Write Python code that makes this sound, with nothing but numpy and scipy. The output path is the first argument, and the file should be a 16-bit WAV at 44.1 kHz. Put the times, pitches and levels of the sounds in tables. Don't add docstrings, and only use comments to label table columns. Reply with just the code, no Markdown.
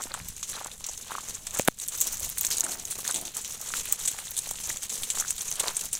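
import sys
import numpy as np
from scipy import signal
from scipy.fft import rfft, irfft, next_fast_len
from scipy.io import wavfile
from scipy.ndimage import uniform_filter1d, map_coordinates

SR = 44100
rng = np.random.default_rng(int(sys.argv[2]) if len(sys.argv) > 2 else 0)


def wav_record(signal):
    frames = np.transpose(np.atleast_2d(signal))
    bounded = np.clip(frames, -1, 1)
    quanta = np.round(bounded * 32767).astype(np.int16)
    wavfile.write(sys.argv[1], SR, quanta)


def rack_gain(trim_db):
    fader = np.asarray(trim_db, float)
    return 10 ** (fader / 20)


N = 264159


def unit(x):
    return x / np.sqrt(np.mean(x ** 2) + 1e-20)


def curves(rows):
    s, *cols = np.transpose(rows)
    return [np.interp(np.arange(N) / SR, s, c) for c in cols]


def wobble(rate):
    knots = rng.standard_normal(int(N * 200 / SR) + 4)
    return map_coordinates(knots, [np.arange(N) * min(rate, 200) / SR])


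def gain(points, hz):
    f, v = np.transpose(points)
    return rack_gain(np.interp(np.log(hz + 1), np.log(f + 1), v))


def filtered(x, response):
    m = next_fast_len(x.shape[-1] + 4096)
    spectrum = rfft(x, m) * response(np.fft.rfftfreq(m, 1 / SR))
    return irfft(spectrum, m)[..., :x.shape[-1]]


def coloured(x, spectrum):
    return unit(filtered(x, lambda f: gain(spectrum, f)))


def resonance(f, hz, width):
    return 1j * f * width / (hz * hz - f * f + 1j * f * width)


def placed(times, shapes):
    at = np.round(np.asarray(times) * SR).astype(int)[:, None] + np.arange(shapes.shape[1])
    return np.bincount(np.clip(at, 0, N).ravel(), shapes.ravel(), N + 1)[:N]


def swells(rows):
    t = np.arange(N) / SR
    rise = 0.46
    return sum(db * np.interp(t, [s - rise * abs(length), s, s + (1 - rise) * abs(length)], [0, 1, 0])
               for s, db, length in rows)


def ticks(count, spread_db, t60):
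    chance, size = rng.random((2, N))
    starts = (chance < count / SR) * rack_gain(-spread_db * np.log(size + 1e-3))
    return unit(signal.lfilter([1], [1, -rack_gain(-60 / (abs(t60) * SR))], starts))


def crunch(contacts, clump_db, clump_rate, patchy_db):
    grains = rng.standard_normal(N) * contacts * rack_gain(clump_db * wobble(clump_rate))
    z = signal.stft(grains, nperseg=128)[2]
    field = uniform_filter1d(rng.standard_normal(z.shape), size=7, axis=0)
    field = uniform_filter1d(field, size=5, axis=1)
    return signal.istft(z * rack_gain(patchy_db * unit(field)), nperseg=128)[1][:N]


# start_s, tread_db, nearness_db
FLOCK_LEVELS = [(0, -45.5, -10), (.6, -42, -43), (1.0, -42, -17), (1.45, -39.5, -14), (1.95, -39, -2),
                (2.3, -38, -8), (2.55, -36.5, -1), (2.8, -38.5, -7), (3.05, -35, -9), (3.5, -41, -11),
                (3.9, -34, -21), (4.25, -37.5, -5), (4.6, -39.5, -20), (5.0, -37.5, -9), (5.4, -37.5, -9),
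                (5.7, -37.5, -14), (5.99, -37.5, -12)]
# peak_s, swell_db, length_s
STEPS = [(.05, 10.5, 0.12), (.25, 8, 0.062), (.5, 9.5, 0.08), (.545, 5, 0.18), (.88, -5, 0.13),
         (1.12, 6.5, 0.19), (1.3, 5.5, 0.059), (1.57, 1, 0.41), (1.82, 11.5, 0.093), (2.02, 9, 0.049),
         (2.27, 3.5, 0.45), (2.45, 12, 0.097), (2.54, 4.5, 0.1), (2.92, -2.5, 0.37), (3.08, 3.5, 0.14),
         (3.385, 9, 0.12), (3.545, 9, 0.039), (3.69, 3, 0.18), (4.07, -2, 0.34), (4.36, 5.5, 0.063),
         (4.69, 8.5, 0.12), (4.84, 5.5, .07), (4.92, 5.5, 0.072), (5.19, 8.5, 0.12), (5.64, 4.5, 0.39),
         (5.84, 4.5, 0.22), (5.94, 8.5, 0.034)]
# peak_s, swell_db, length_s
DRAGS = [(0, 14, 0.12), (.15, 16.5, 0.28), (.55, 9, 0.12), (.63, 12, 0.26), (.88, 11, 0.16),
         (1.13, 12, 0.19), (1.3, 3.5, 0.51), (1.57, 10.5, 0.16), (1.665, 10, 0.032), (2.08, 6, 0.15),
         (2.52, 11.5, 0.08), (2.65, 9.5, 0.23), (3.08, 8, 0.14), (3.38, 3.5, 0.2), (3.7, 5, 0.2),
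         (4.19, 3, 0.1), (4.69, 3.5, 0.23), (5.19, 7, 0.15), (5.65, 15, 0.24)]
# deepest_s, fall_db, length_s
LULLS = [(.79, 4.5, 0.11), (1.423, 6.5, 0.12), (1.75, 11.5, 0.31), (2.35, 5, 0.15), (2.975, 10, 0.021),
         (3.03, 7, 0.03), (3.335, 5, 0.12), (1.705, 1, 0.036), (3.73, 6, 0.041), (3.83, 8, 0.024),
         (5.745, 1.5, 0.071), (3.97, 5, 0.059), (4.34, 6, 0.085), (4.79, 6.5, 0.058), (4.87, 3.5, 0.088),
         (5.59, 3.5, 0.1), (5.91, 7.5, 0.073)]


def footfall():
    tread_db, near_db = curves(FLOCK_LEVELS)
    steps, lulls, drags = swells(STEPS), swells(LULLS), swells(DRAGS)
    grit_db = tread_db + steps - lulls
    dull_db = tread_db - 12.5 + 0.36 * steps - 0.99 * lulls
    scuff_db = dull_db + 0.55 * drags
    dust_db = tread_db + near_db + 0.55 * steps - lulls
    return grit_db, scuff_db, dull_db + drags, dust_db


# pitch_hz, level_db
GRIT = [(880, -16.5), (1500, -18.5), (2330, -12.5), (3910, -9.5), (4940, -10.5), (6240, 1), (7560, 0.5),
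        (11000, -7.5), (14300, -14.5), (17000, -25)]
# pitch_hz, level_db
SCUFF = [(120, -71), (200, 4.5), (318, -7.5), (446, 3), (666, -9.5), (1640, -3.5), (4000, 2.5),
         (6000, -9.5), (8800, -120)]
# pitch_hz, level_db
RUMBLE = [(8.8, 5.5), (15, -8), (37, -3), (140, -10), (177, -10.5), (300, -25.5), (390, -50), (660, -120)]
# pitch_hz, level_db
DUST = [(9000, -50), (11000, -24), (15500, -4), (16100, -56)]
# peak_s, swell_db, length_s
SHAKES = [
    (.22, 6, 0.25),
    (1.3, 5, .2),
    (1.85, -5.5, 0.37),
    (2.22, 7.5, 0.32),
    (2.75, -2, 0.76),
    (4.7, 6, .15),
]


def tread():
    grit_db, scuff_db, drag_db, dust_db = footfall()
    shared = rack_gain(0.79 * wobble(30))
    near = ticks(count=160, spread_db=1.0, t60=0.026)
    blur = ticks(count=1500, spread_db=2.5, t60=0.014)
    fine = crunch(0.94 + 0.2 * blur + 1.06 * near, clump_db=-2.0, clump_rate=22, patchy_db=2.0)
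    grit = rack_gain(grit_db - 2.1) * coloured(fine, GRIT) + rack_gain(dust_db - 17.0) * coloured(fine, DUST)
    spits = crunch(ticks(count=110, spread_db=1.5, t60=0.0021), clump_db=-2.5, clump_rate=10, patchy_db=4.0)
    grit += rack_gain(grit_db - 13) * coloured(spits, GRIT) + rack_gain(dust_db - 14) * coloured(spits, DUST)
    dull = crunch(1.8 + 0.4 * near, clump_db=1.5, clump_rate=36, patchy_db=4.5)
    scuffing = rack_gain(scuff_db - 0.5) * coloured(dull, SCUFF)
    rolling = crunch(ticks(count=400, spread_db=2.5, t60=0.02), clump_db=-1.5, clump_rate=48, patchy_db=2.5)
    hollow = unit(filtered(rolling, lambda f: resonance(f, 987, 1540) ** 2))
    dragged = rack_gain(1.3 * (drag_db + 44.0) - 48.5) * hollow
    shaking = crunch(1, clump_db=1.1, clump_rate=2.4, patchy_db=3.0)
    rumble = rack_gain(swells(SHAKES) - 52.0) * coloured(shaking, RUMBLE)
    return shared * (grit + scuffing + dragged) + rumble


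def steady_hiss():
    return rack_gain(-70) * unit(filtered(rng.standard_normal(N), lambda f: resonance(f, 15000, 12000) ** 2))


def knocks(kinds):
    rows = [(*row, cycles) for table, cycles in kinds for row in table]
    s, db, hz, cycles = np.transpose(rows)[:, :, None]
    turns = hz * np.arange(SR // 50) / SR
    u = turns / np.abs(cycles)
    shape = np.sin(2 * np.pi * (turns + rng.random(s.shape))) * 7 * u * np.exp(1 - 4.43 * u)
    return placed(s[:, 0] + 0.000785, rack_gain(db - 5.0) * shape)


# start_s, peak_db, pitch_hz
TAPS = [(.002, -26, 1110), (.147, -23.5, 1150), (.187, -45, 1290), (.2, -26, 2170), (.577, -37, 1350),
        (.612, -27.5, 794), (.887, -35.5, 835), (1.066, -40, 1000), (1.098, -32, 1030),
        (1.118, -19.5, 1240), (1.142, -33, 1020), (.056, -40, 237), (2.44, -31, 1880), (2.511, -34, 1330),
        (2.633, -27, 1400), (2.907, -32, 2230), (2.985, -35.5, 456), (3.071, -24, 3500), (3.096, -43, 1230),
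        (3.104, -22.5, 1330), (3.363, -33, 1220), (3.689, -39, 1240), (3.279, -23, 3520),
        (4.188, -26.5, 2420), (4.556, -25, 3920), (4.586, -23.5, 3300), (5.68, -37, 950)]
# start_s, peak_db, pitch_hz
MORE_TAPS = [(0.0079, -27, 1060), (0.1892, -38, 1350), (0.5497, -39, 980), (0.8077, -38, 950),
             (0.8939, -33, 726), (1.1436, -32, 1060), (1.232, -37.5, 880), (1.5679, -46, 1340),
             (1.579, -42, 1280), (1.9434, -33, 1300), (2.0262, -41, 580), (2.2102, -35.5, 610),
             (2.2665, -37, 750), (2.4195, -37, 1080), (2.4467, -25, 1860), (2.493, -36, 1170),
             (2.5439, -35, 850), (2.6062, -40, 760), (2.7207, -39, 700), (2.7979, -42, 730),
             (2.9238, -30, 1520), (2.9912, -38, 1210), (3.0625, -28, 1740), (3.0951, -27, 1300),
             (3.1173, -38, 1280), (3.6057, -38, 760), (3.6219, -38, 1230), (3.7037, -31, 1310),
             (3.8572, -29.5, 1850), (3.9327, -33, 1280), (4.0535, -34, 1150), (4.2699, -33, 1830),
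             (4.826, -34, 1520), (5.0202, -37.5, 740), (5.2135, -35, 1850), (5.2404, -29, 1710),
             (5.3199, -39, 1140), (5.5194, -41, 530), (5.612, -36, 1030), (5.6365, -27.5, 570),
             (5.7065, -31, 1040), (5.9705, -35, 1840)]
# start_s, peak_db, pitch_hz
CLINKS = [(0.0375, -28.0, 4130), (0.1176, -24.5, 4240), (0.5307, -30, 3790), (1.308, -34, 3820),
          (1.7982, -28, 3940), (2.5746, -25, 4180), (2.6521, -39, 2160), (2.7232, -26.5, 4340),
          (2.9244, -28.5, 4030), (3.0968, -24, 4200), (3.7975, -32.5, 2930), (3.8557, -31, 3760),
          (4.007, -29.0, 3780), (4.0543, -29, 3780), (4.2674, -33, 4170), (4.2799, -29, 3670),
          (4.3586, -36, 3460), (4.3892, -24.5, 3900), (5.1842, -29, 4920), (5.6345, -28, 4250),
          (5.6639, -25, 4660), (5.9517, -31, 4930)]
# start_s, peak_db, pitch_hz
THUDS = [(.055, -32.5, 470), (.66, -23, 1010), (1.47, -32.5, 1520), (2.071, -34, 423), (2.373, -23, 2050),
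         (4.471, -30, 740), (4.511, -26, 735), (5.173, -22, 1240), (5.623, -37, 1153)]
# start_s, peak_db, pitch_hz
CLACKS = [(.141, -23.5, 1430), (.428, -34, 1200), (.531, -33, 1630), (1.1068, -26, 990),
          (1.151, -19.5, 1190), (1.182, -21, 1150), (2.665, -25, 1430), (3.05, -27, 1670),
          (3.7378, -35, 1400), (4.702, -21, 1960), (5.223, -25, 1510), (5.248, -27, 1470)]
# start_s, peak_db, pitch_hz
PINGS = [
    (.49, -30, 10100),
    (.513, -40, 10100),
    (1.974, -30, 13600),
    (2.122, -34, 13550),
    (2.141, -32, 13500),
    (2.242, -28, 13200),
]


def pebbles():
    return knocks([(TAPS, 2.17), (MORE_TAPS, 2.17), (CLINKS, 6.8), (THUDS, 1.46), (CLACKS, 3.75), (PINGS, 130)])


def snaps(stones):
    s, db, hz, t60, top_db, low_db = np.transpose(stones)[:, :, None]
    lead = SR // 50
    t = (np.arange(SR // 8) - lead) / SR
    noise = rng.standard_normal((len(s), len(t)))
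    sizes = rng.exponential(size=(len(s), len(t) // 16 + 1)).repeat(16, axis=1)[:, :len(t)]
    chips = rack_gain(5.04 * np.minimum(sizes, 2.8) - 5.5)
    loading = 0.18 * chips * rack_gain(60 * t / 0.016)
    settling = 0.5 * chips * rack_gain(-60 * t / np.abs(t60))
    crack = noise * (t >= 0) * rack_gain(-60 * np.abs(t) / 0.0026)
    burst = crack + noise * np.where(t < 0, loading, settling)

    def body(f):
        ring = gain(GRIT, f) * (1 + 3.62 * resonance(f, hz, 0.21 * hz))
        return ring + rack_gain(low_db + 14.5) * resonance(f, 3580, 1310)

    edge = filtered(crack + 0.19 * burst, lambda f: resonance(f, 14500, 9000) ** 2)
    rung = filtered(burst, body) + rack_gain(top_db + 21.5) * edge
    rung /= np.abs(rung).max(axis=1, keepdims=True)
    return placed(s[:, 0] - lead / SR, rack_gain(db - 0.67) * rung)


# start_s, peak_db, ring_hz, t60_s
THIN = [(0.0197, -20.5, 6180, 0.019), (0.038, -17, 8160, 0.012), (4.378, -13, 8700, 0.065),
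        (0.8884, -19, 6040, 0.071), (1.348, -18.5, 7240, 0.064), (1.548, -17.5, 6900, .04),
        (1.572, -14.5, 7500, 0.015), (1.6785, -17, 8000, 0.0088), (1.7879, -20.5, 8400, 0.05),
        (2.1282, -18.5, 6200, 0.11), (2.512, -11, 4760, 0.18), (2.5695, -12.5, 8240, 0.039),
        (2.5834, -7, 6560, 0.0099), (2.607, -4, 6450, 0.011), (2.639, -13, 8650, 0.055),
        (4.082, -8.5, 8350, 0.057), (2.7978, -23, 5700, 0.028), (3.2128, -22, 8860, 0.017),
        (4.059, -11.5, 8100, 0.024), (4.3893, -10.5, 8800, 0.024), (4.6558, -20.5, 6550, 0.065),
        (4.7273, -22, 8310, 0.048), (5.1853, -17.5, 6460, 0.098), (5.199, -11, 6300, 0.067),
        (5.2805, -17.5, 6300, 0.1), (5.3058, -7, 8840, 0.029), (5.4816, -18, 6900, 0.06),
        (1.6202, -16.5, 8400, 0.012), (5.7677, -10, 8650, 0.027), (5.952, -12.5, 5230, 0.018)]
# start_s, peak_db, ring_hz, t60_s
FULL = [(.14, -13.5, 7900, 0.05), (0.429, -19, 6260, 0.094), (.842, -18, 5450, 0.065),
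        (1.6776, -4, 11700, 0.015), (1.469, -16.5, 7800, 0.051), (1.921, -21.5, 6600, 0.23),
        (2.4494, -9, 6900, 0.016), (3.078, -9, 6500, 0.018), (3.111, -11, 8330, 0.018),
        (3.1436, -13, 7850, 0.19), (3.2525, -19, 6160, 0.1), (3.447, -18.5, 5800, 0.13),
        (3.687, -21, 7740, 0.15), (3.1596, -15.5, 6500, .04), (3.7663, -18, 7350, 0.11),
        (4.076, -12.5, 8250, 0.1), (4.1879, -20, 9050, 0.11), (4.367, -15.5, 8760, 0.15),
        (4.7708, -17, 6540, 0.02), (4.822, -22, 6160, 0.076), (4.8956, -16, 7300, 0.15),
        (4.978, -19, 9100, 0.073), (5.034, -13, 9050, 0.071), (5.1026, -9, 7260, 0.061),
        (5.1533, -18, 7350, 0.046), (5.381, -19.5, 8400, 0.043), (5.4088, -14.5, 6000, 0.057),
        (5.556, -20.5, 8800, 0.043), (5.5977, -9.5, 8600, 0.021), (5.6, -8.5, 8500, 0.038)]
# start_s, peak_db, ring_hz, t60_s, edge_db
SHARP = [(.286, -16.5, 8650, 0.024, -13.5), (0.865, -16, 7440, 0.041, -13), (1.5315, -24, 7220, 0.032, -17),
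         (1.5894, -8.5, 7800, 0.033, -13), (1.65, -24, 7620, 0.051, -17), (1.884, -14.5, 8300, 0.057, -19),
         (1.9754, -36, 13700, .075, 5), (2.0114, -4.5, 7700, 0.078, -7), (2.0702, -12.5, 5700, 0.061, -22),
         (2.1966, -18, 8500, .015, -3), (2.2308, -19, 6300, 0.088, -11), (2.2921, -15, 11000, 0.029, -13),
         (2.382, -11, 9450, 0.1, -13.5), (2.4106, -6.5, 7100, 0.037, -6.5),
         (2.9087, -14.5, 9400, 0.14, -14), (2.9864, -20, 6400, 0.073, -13), (3.052, -17.5, 6800, .04, -17),
         (3.3682, -14, 8350, 0.043, -15), (3.614, -16, 6320, 0.075, -11), (3.925, -0.5, 8200, 0.036, -9),
         (4.3083, -15.5, 7260, .043, 11), (4.511, -12.5, 8000, 0.045, -13), (5.3638, -25, 7300, 0.04, -18),
         (5.9302, -7.5, 9150, 0.044, -22)]


def stones():
    thin = [(*row, -37, -33) for row in THIN]
    full = [(*row, -44, -11) for row in FULL]
    sharp = [(*row, -22.5) for row in SHARP]
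    return snaps(thin + full + sharp)


def walls(x):
    t = np.arange(SR // 4) / SR
    tail = rng.standard_normal(len(t)) * rack_gain(-60 * t / 0.027) * (t > .004)
    return signal.fftconvolve(x, tail / np.linalg.norm(tail))[:N]


# start_s, peak_db, ring_hz
CHIPS = [(0.366, -23, 6700), (.487, -32, 7550), (0.51, -28, 6310), (.5658, -24.5, 6550),
         (0.6455, -20.5, 8040), (0.977, -22, 6260), (1.286, -23.5, 6850), (1.307, -22, 8180),
         (1.5083, -21, 6800), (1.5415, -21, 8150), (1.608, -25, 6510), (1.8002, -19, 8660),
         (2.0041, -15, 7350), (2.043, -17, 6630), (2.1703, -21, 7520), (2.197, -17, 8140),
         (2.2035, -28, 7720), (2.2123, -28, 7720), (2.249, -20, 6920), (2.272, -29, 7570),
         (2.299, -23.5, 11280), (2.4454, -23, 7140), (2.475, -23, 7290), (2.504, -18.5, 6410),
         (2.5985, -19, 8910), (2.6645, -23, 7210), (2.695, -19, 6640), (2.7977, -27, 6470),
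         (2.8527, -19, 6540), (2.875, -24, 8000), (3.0041, -29, 8310), (3.1225, -18, 7450),
         (3.5228, -21, 6800), (4, -23, 7570), (4.0538, -15, 7890), (4.1153, -17, 7800), (4.42, -25, 6740),
         (4.49, -20.5, 6310), (4.5352, -22, 7520), (4.7607, -21, 6510), (5.0228, -18, 9560),
         (5.3274, -26.5, 6310), (5.4198, -20, 8650), (5.5146, -13.5, 6500), (5.525, -15, 6100),
         (5.662, -29, 8800), (5.8375, -21, 6630), (5.8556, -22, 6020)]
# start_s, peak_db, ring_hz, t60_s
MORE_CHIPS = [
    (0.493, -29, 10000, .02),
    (0.67, -22, 6660, 0.017),
    (2.648, -14.5, 8500, .03),
    (4.079, -12, 8610, .012),
    (5.208, -13.5, 9200, .015),
    (5.394, -21, 9500, .015),
]


def small_chips():
    edge_db, body_db, chip_t60 = -34, -28, 0.017
    chips = [(*row, chip_t60, edge_db, body_db) for row in CHIPS]
    return snaps(chips + [(*row, edge_db, body_db) for row in MORE_CHIPS])


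# start_s, peak_db
SPLINTERS = [(1.1159, -38), (1.5414, -28.0), (1.8788, -22.5), (1.9763, -30), (2.004, -21), (2.076, -20.5),
             (2.2042, -21.5), (2.2996, -22.5), (2.4554, -22), (2.5052, -26), (2.5245, -23), (2.5301, -25.0),
             (2.5975, -23), (2.6074, -20), (2.8557, -31), (2.9897, -27), (3.0039, -30.0), (3.0776, -25),
             (3.1495, -26.0), (3.2134, -25.5), (3.7707, -27), (3.856, -24), (4.0797, -27), (4.1125, -29),
             (4.3755, -22.5), (5.2106, -24), (5.3273, -33), (5.4194, -26), (5.5069, -27), (5.849, -30),
             (5.8554, -26), (5.9344, -28)]


def splinters():
    s, db = np.transpose(SPLINTERS)[:, :, None]
    t = np.arange(SR // 100) / SR
    noise = rng.standard_normal((len(s), len(t))) * rack_gain(-60 * t / 0.0069)
    tick = filtered(noise, lambda f: resonance(f, 10800, 7000) ** 2)
    return placed(s[:, 0], rack_gain(db + 4.5) * tick / np.abs(tick).max(axis=1, keepdims=True))


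# start_s, length_s, pitch_hz, peak_db
GRUNTS = [
    (1.382, 0.14, 92.7, -59),
    (2.606, 0.4, 90.2, -44.5),
    (3.12, .16, 89, -42.5),
]
# pitch_hz, width_hz, level_db
THROAT = [(207, 100, -2), (342, 52, 3), (684, 115, 2), (890, 16, 2)]


def grunts():
    onset_s, fade_db_per_s, close_s, silent_db = 0.032, 73, 0.066, -35
    points = []
    for s, length, pitch, peak in GRUNTS:
        faded = peak - fade_db_per_s * (length - onset_s)
        points += [(s, pitch, peak + silent_db), (s + onset_s, pitch, peak),
                   (s + length, pitch, faded), (s + length + close_s, pitch, peak + silent_db)]
    hz, db = curves(points)
    cycles = np.cumsum(hz * (1 + 0.0201 * wobble(60))) / SR
    pulses = np.diff(np.floor(cycles), prepend=0) * rack_gain(1.5 * wobble(80))
    breath = .02 * rng.standard_normal(N)

    def muffled(f):
        throat = sum((-1) ** k * rack_gain(d) * resonance(f, c, w) for k, (c, w, d) in enumerate(THROAT))
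        return throat / (1 + (f / 1100) ** 4)

    return rack_gain(db) * unit(filtered(pulses + breath, muffled))


# start_s, peak_db, push_s, rebound_hz, rebound_t60_s
BUMPS = [
    (1.5956, -10, 0.000032, 2400, 0.0066),
    (1.5957, -2, 0.000024, 7000, 0.0021),
    (1.5968, -8.5, 0.00069, 526, 0.014),
    (1.677, -8.5, 0.00017, 1520, 0.009),
    (1.683, -9, 0.00028, 1300, 0.003),
    (1.6843, 0.5, 0.0003, 193, 0.0086),
    (1.6844, 2, 0.00002, 10500, 0.002),
    (3.7386, -10.5, 0.000095, 1400, 0.0061),
    (5.6824, -2, 0.000051, 3930, 0.0019),
]


def bumps():
    s, db, push, hz, t60 = np.transpose(BUMPS)[:, :, None]
    t = np.arange(SR // 20) / SR
    u = t / push
    swing = np.sin(2 * np.pi * hz * np.maximum(t - push, 0)) * rack_gain(-60 * t / t60)
    blows = placed(s[:, 0], rack_gain(db) * (6 * u * np.exp(-2.5 * u) - 0.58 * swing))
    return filtered(blows, lambda f: (1j * f / (80 + 1j * f)) ** 2 / (1 + (f / 12000) ** 4))


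def scene():
    near = stones() + grunts()
    echo = rack_gain(-15) * walls(near)
    ground = tread() + steady_hiss()
    small = pebbles() + small_chips() + splinters()
    return (near + echo + ground + small + bumps())[None]


SUDDEN = [.286, 1.59, 1.678, 1.684, 1.884, 1.976, 2.012, 3.925, 4.309, 5.023, 5.102, 5.281, 5.306, 5.599]


def top_band(dry):
    slope_hz = 100
    top = filtered(dry, lambda f: np.clip((f - 15860) / slope_hz + .5, 0, 1))
    openings = np.tile(np.hanning(SR // 250), (len(SUDDEN), 1))
    kept = np.clip(placed(np.array(SUDDEN) - .0015, openings), 0, 1)
    return filtered(dry - (1 - kept) * top, lambda f: np.clip((16850 - f) / slope_hz, 0, 1))


def top_cut(x):
    return signal.sosfilt(signal.butter(12, 16820, fs=SR, output="sos"), x)


def record(dry):
    return top_cut(top_band(dry))


dry = scene()
out = record(dry)
wav_record(out)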